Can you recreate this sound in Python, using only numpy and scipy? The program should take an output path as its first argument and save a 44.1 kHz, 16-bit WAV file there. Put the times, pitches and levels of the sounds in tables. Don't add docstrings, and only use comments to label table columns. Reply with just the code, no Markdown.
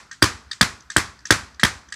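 import sys
import numpy as np
from scipy import signal
from scipy.io import wavfile
from scipy.ndimage import uniform_filter1d

SR = 44100
rng = np.random.default_rng(int(sys.argv[2]) if len(sys.argv) > 2 else 0)


def amplitude_ratio(level_db):
    exponent = np.asarray(level_db, float) / 20
    return 10 ** exponent


def store_pcm(level_fs):
    pcm = np.round(np.clip(level_fs, -1, 1) * 32767).astype(np.int16)
    wavfile.write(sys.argv[1], SR, np.atleast_2d(pcm).T)


N = 85995

# [f/Hz, level/dB per Hz]
AIR_COLOUR = [(25, -9), (65, 1), (130, -7), (320, -12), (420, -31.5), (1400, -8), (2600, -24.5),
              (15000, -42)]
# [f/Hz, level/dB]
BLOW_TAIL_COLOUR = [(200, -11.5), (330, -18.5), (650, -23.5), (1200, -9), (2000, -9), (2700, -18.5),
                    (5000, -16), (15000, -33)]
# [f/Hz, level/dB]
POP_TAIL_COLOUR = [(200, -19), (700, -42), (1700, -8.5), (2500, -16), (4600, -12), (7800, -15), (9500, -67),
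                   (15000, -44)]
# [f/Hz, t60/s]
TAIL_T60 = [(150, 0.26), (700, 0.38), (1500, 0.27), (4000, 0.26), (8000, 0.31), (12000, 0.14), (16000, .1)]
# [f/Hz, level/dB]
LATE_COLOUR = [(300, -21.5), (1500, -30), (5000, -26), (9000, -38.5), (12000, -53)]
# [delay t/s, level/dB, smear t/s]
SWELLS = [
    (.0195, 5, .0035),
    (.0370, 2.5, .005),
    (.0530, 1, .005),
]
# [delay t/s, level/dB, smear t/s]
ECHOES = [
    (.0040, -13, .001),
    (.0158, -10, .0008),
]
# [delay t/s, level/dB, f/Hz, length t/s, polarity]
BOOMS = [
    (.0145, -16, 88, .0062, 1),
    (.042, -31, 96, .017, 1),
    (.0895, -34, 80, .006, 1),
    (.129, -34, 78, .0065, -1),
    (.17, -50, 60, .012, 1),
    (.25, -46, 65, .015, 1),
]
# [f/Hz, level/dB, t60/s]
WALL_MODES = [(210, -7, 0.026), (261.4, -4, 0.019), (321.5, -2, 0.02), (566, -11.5, 0.022)]
WALL_TILT = [1, -3, 0.5, 6, -3.5]
# [ratio to ring pitch, level/dB, t60/s]
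CAVITY_STRUCK = [(0.618, -27, 0.0056), (0.762, -4.5, 0.039), (.91, 2, 0.014), (0.998, 12.5, 0.024),
                 (1.119, 6, 0.019), (1.3, -11.5, 0.011)]
# [ratio to ring pitch, level/dB, t60/s]
CAVITY_POPPED = [(.7, -9, .025), (.94, 0, .04), (1.06, -1, .04)]
# [f/Hz, level/dB, t60/s]
WINDOW_STRUCK = [(2230, -19.5, 0.015), (2643, -7, 0.0035), (3256, -2.5, 0.0099), (4700, 1, 0.003),
                 (6300, -1, 0.0014), (7430, -0.5, 0.0019), (9200, -6.5, 0.0027), (10920, -11, 0.0043),
                 (13070, -16, 0.001), (14900, -23.5, 0.0059)]
# [f/Hz, level/dB, t60/s]
WINDOW_FREE = [(3150, -10, .005), (3680, -6, .007), (4700, 0, .006), (6100, -2, .005), (7650, -1, .005),
               (10800, -16, .003)]
# [t/s, peak level/dB, cavity f/Hz, crack level/dB]
POPS = [(0.1122, -27, 1737, -26), (0.2184, -42, 1510, -30), (0.5128, -23.5, 1805, -16.5),
        (0.804, -68, 1790, -36), (0.9004, -23, 1736, -20), (1.189, -46, 1820, -39.5),
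        (1.2530, -25.5, 1770, -20), (1.5435, -76, 1583, -39.5), (1.5953, -20.5, 1784, -20.5),
        (1.8852, -42, 1720, -39.5), (1.9226, -22.5, 1770, -20.5), (.1240, -31.5, 1705, -46.5),
        (.0760, -51, 1500, -58)]
# [t/s, peak level/dB, cavity f/Hz, crack level/dB]
EARLIER_BLOW = (-0.1, -3.5, 1600, -6.5)
# [t/s, peak level/dB, cavity f/Hz, crack level/dB, wall thud level/dB]
BLOWS = [
    (0.2235, 3.5, 1592, 3.5, -4),
    (0.6108, 3, 1660, 0, -11.5),
    (0.964, 2.5, 1546, -0.5, -9.5),
    (1.306, 5.5, 1639, 0.5, -5),
    (1.6330, 4.5, 1794, -1, -9.5),
]

AIR_DB, AIR_PATCHY_DB = -57.5, 1.5
TAIL_RISE_S, LATE_STRETCH = 0.0039, 3.6
BOOM_FOLLOWS = 0.61
THUMP_LAG_S, THUMP_SOFT_HZ = 0.0021, 370
BLOW_SOFT_HZ, POP_SOFT_HZ = 3100, 3000
POP_THIN_HZ, POP_DULL_HZ = 900, 8500
CHATTER_FADE_S, CHATTER_PEAK_S, CHATTER_WIDTH_S = .006, .0036, .0013
CHATTER_PER_S, CHATTER_SPREAD_DB = 12000, 3.0
RUMBLE_CUT_HZ, MIC_TOP_HZ, OVERLOAD = 48, 14800, 1.15


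def at_hz(points, hz):
    points = np.array(points)
    return np.interp(np.log(hz), np.log(points[:, 0]), points[:, 1])


def filtered(x, order, hz, kind="low"):
    return signal.sosfilt(signal.butter(order, hz, kind, fs=SR, output="sos"), x)


def bump(t, centre, width):
    return np.exp(-.5 * ((t - centre) / width) ** 2)


def add(out, s, sound):
    i = int(s * SR)
    out[max(i, 0):i + len(sound)] += sound[max(-i, 0):len(out) - i]


def bands(size):
    edges = 25 * 2 ** np.arange(0, 9.6, 1 / 3)
    white = rng.standard_normal((2, size))
    return [(np.sqrt(lo * hi), filtered(white[k % 2], 2, [lo, hi], "band"))
            for k, (lo, hi) in enumerate(zip(edges, edges[1:]))]


def room_air():
    out = 0
    for hz, noise in bands(N + SR):
        lumps = uniform_filter1d(uniform_filter1d(rng.standard_normal(N), size=2000), size=2000)
        level_db = at_hz(AIR_COLOUR, hz) + AIR_PATCHY_DB * lumps / lumps.std()
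        out = out + amplitude_ratio(level_db) * noise[SR:]
    return amplitude_ratio(AIR_DB) * out / out.std()


def corridor_tail(events, colour):
    t, out = np.arange(SR) / SR, np.zeros(N)
    swell_db = sum(db * bump(t, lag, smear) for lag, db, smear in SWELLS)
    swell = (1 - np.exp(-(t / TAIL_RISE_S) ** 2)) * amplitude_ratio(swell_db)
    for hz, noise in bands(N):
        t60, power = at_hz(TAIL_T60, hz), np.zeros(N)
        early = amplitude_ratio(-60 * t / t60)
        late = amplitude_ratio(at_hz(LATE_COLOUR, hz) - 60 * t / (t60 * LATE_STRETCH))
        fall = swell * (early + late)
        for s, peak_db, _, crack_db, *_ in events:
            level_db = .5 * (peak_db + crack_db) + at_hz(colour, hz)
            add(power, s, (amplitude_ratio(level_db) * fall) ** 2)
        out += np.sqrt(power) * noise
    return out


def near_reflections(x):
    t = np.arange(SR // 20) / SR
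    response = (t == 0) * 1.
    for lag, db, smear in ECHOES:
        puff = rng.standard_normal(len(t)) * bump(t, lag, smear) * (t > .001)
        response += amplitude_ratio(db) * puff / np.sqrt(np.sum(puff ** 2))
    return signal.fftconvolve(x, response)[:N]


def floor_boom():
    t, out = np.arange(SR // 2) / SR, np.zeros(N)
    boom = sum(sign * amplitude_ratio(db) * np.cos(2 * np.pi * hz * (t - lag)) * bump(t, lag, length)
               for lag, db, hz, length, sign in BOOMS)
    boom = boom * np.minimum(t / .004, 1)
    for s, _, _, _, thud_db in BLOWS:
        add(out, s, amplitude_ratio(BOOM_FOLLOWS * (thud_db + 5)) * boom)
    return out


def ring(clicks, hz, t60):
    r, w = amplitude_ratio(-60 / (max(t60, .002) * SR)), 2 * np.pi * hz / SR
    return signal.lfilter([0, np.sin(w)], [1, -2 * r * np.cos(w), r * r], clicks + 1e-18)


def strike(modes, clicks, spread_db, turn=-1):
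    luck = rng.standard_normal((16, 2))
    sound = 0
    for k, ((hz, db, t60), (a, b)) in enumerate(zip(modes, luck)):
        sound = sound + amplitude_ratio(db + spread_db * a) * ring(clicks, hz * (1 + 0.015 * b), t60) * turn ** k
    return sound / np.abs(sound).max()


def contact(soft_hz):
    click = np.zeros(SR // 8)
    click[0] = -1
    return filtered(click + 1e-18, 2, soft_hz)


def chatter():
    t = np.arange(SR // 8) / SR
    when, size, side = rng.random((3, len(t)))
    swell = .3 * np.exp(-(t / CHATTER_FADE_S) ** 2) + bump(t, CHATTER_PEAK_S, CHATTER_WIDTH_S)
    height = amplitude_ratio(-CHATTER_SPREAD_DB * np.log(size + .03))
    return (when < CHATTER_PER_S / SR) * height * np.sign(side - .5) * swell


def cavity(modes, ring_hz):
    return [(ratio * ring_hz, db, t60) for ratio, db, t60 in modes]


def window_pops():
    out = np.zeros(N)
    for s, db, hz, crack_db in POPS:
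        crackle = chatter()
        push = contact(POP_SOFT_HZ) + .05 * crackle / np.abs(crackle).max()
        add(out, s, amplitude_ratio(db) * strike(cavity(CAVITY_POPPED, hz), push, spread_db=1))
        add(out, s, amplitude_ratio(crack_db) * strike(WINDOW_FREE, crackle, spread_db=5.5))
    return filtered(out, 2, [POP_THIN_HZ, POP_DULL_HZ], "band")


def shaft_blows():
    out = np.zeros(N)
    for (s, db, hz, crack_db, thud_db), tilt_db in zip(BLOWS, WALL_TILT):
        walls = [(f, d + tilt_db * k, t60) for k, (f, d, t60) in enumerate(WALL_MODES)]
        ringing = strike(cavity(CAVITY_STRUCK, hz), contact(BLOW_SOFT_HZ), spread_db=3, turn=1)
        crack = strike(WINDOW_STRUCK, chatter(), spread_db=2.5)
        thud = strike(walls, contact(THUMP_SOFT_HZ), spread_db=5.5)
        add(out, s, amplitude_ratio(db) * ringing)
        add(out, s, amplitude_ratio(crack_db) * crack)
        add(out, s + THUMP_LAG_S, amplitude_ratio(thud_db) * thud)
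    return out


def scene():
    tails = corridor_tail([EARLIER_BLOW, *BLOWS], BLOW_TAIL_COLOUR) + corridor_tail(POPS, POP_TAIL_COLOUR)
    box = near_reflections(window_pops() + shaft_blows())
    return (room_air() + tails + floor_boom() + box)[None, :]


def band_limit(x):
    return signal.sosfilt(signal.butter(12, 15670, fs=SR, output="sos"), x)


def record(dry):
    x = filtered(dry, 2, RUMBLE_CUT_HZ, "high")
    x = filtered(x, 4, MIC_TOP_HZ)
    x = x / (1 + np.abs(x / OVERLOAD) ** 4) ** .25
    return band_limit(x)


dry = scene()
out = record(dry)
store_pcm(out)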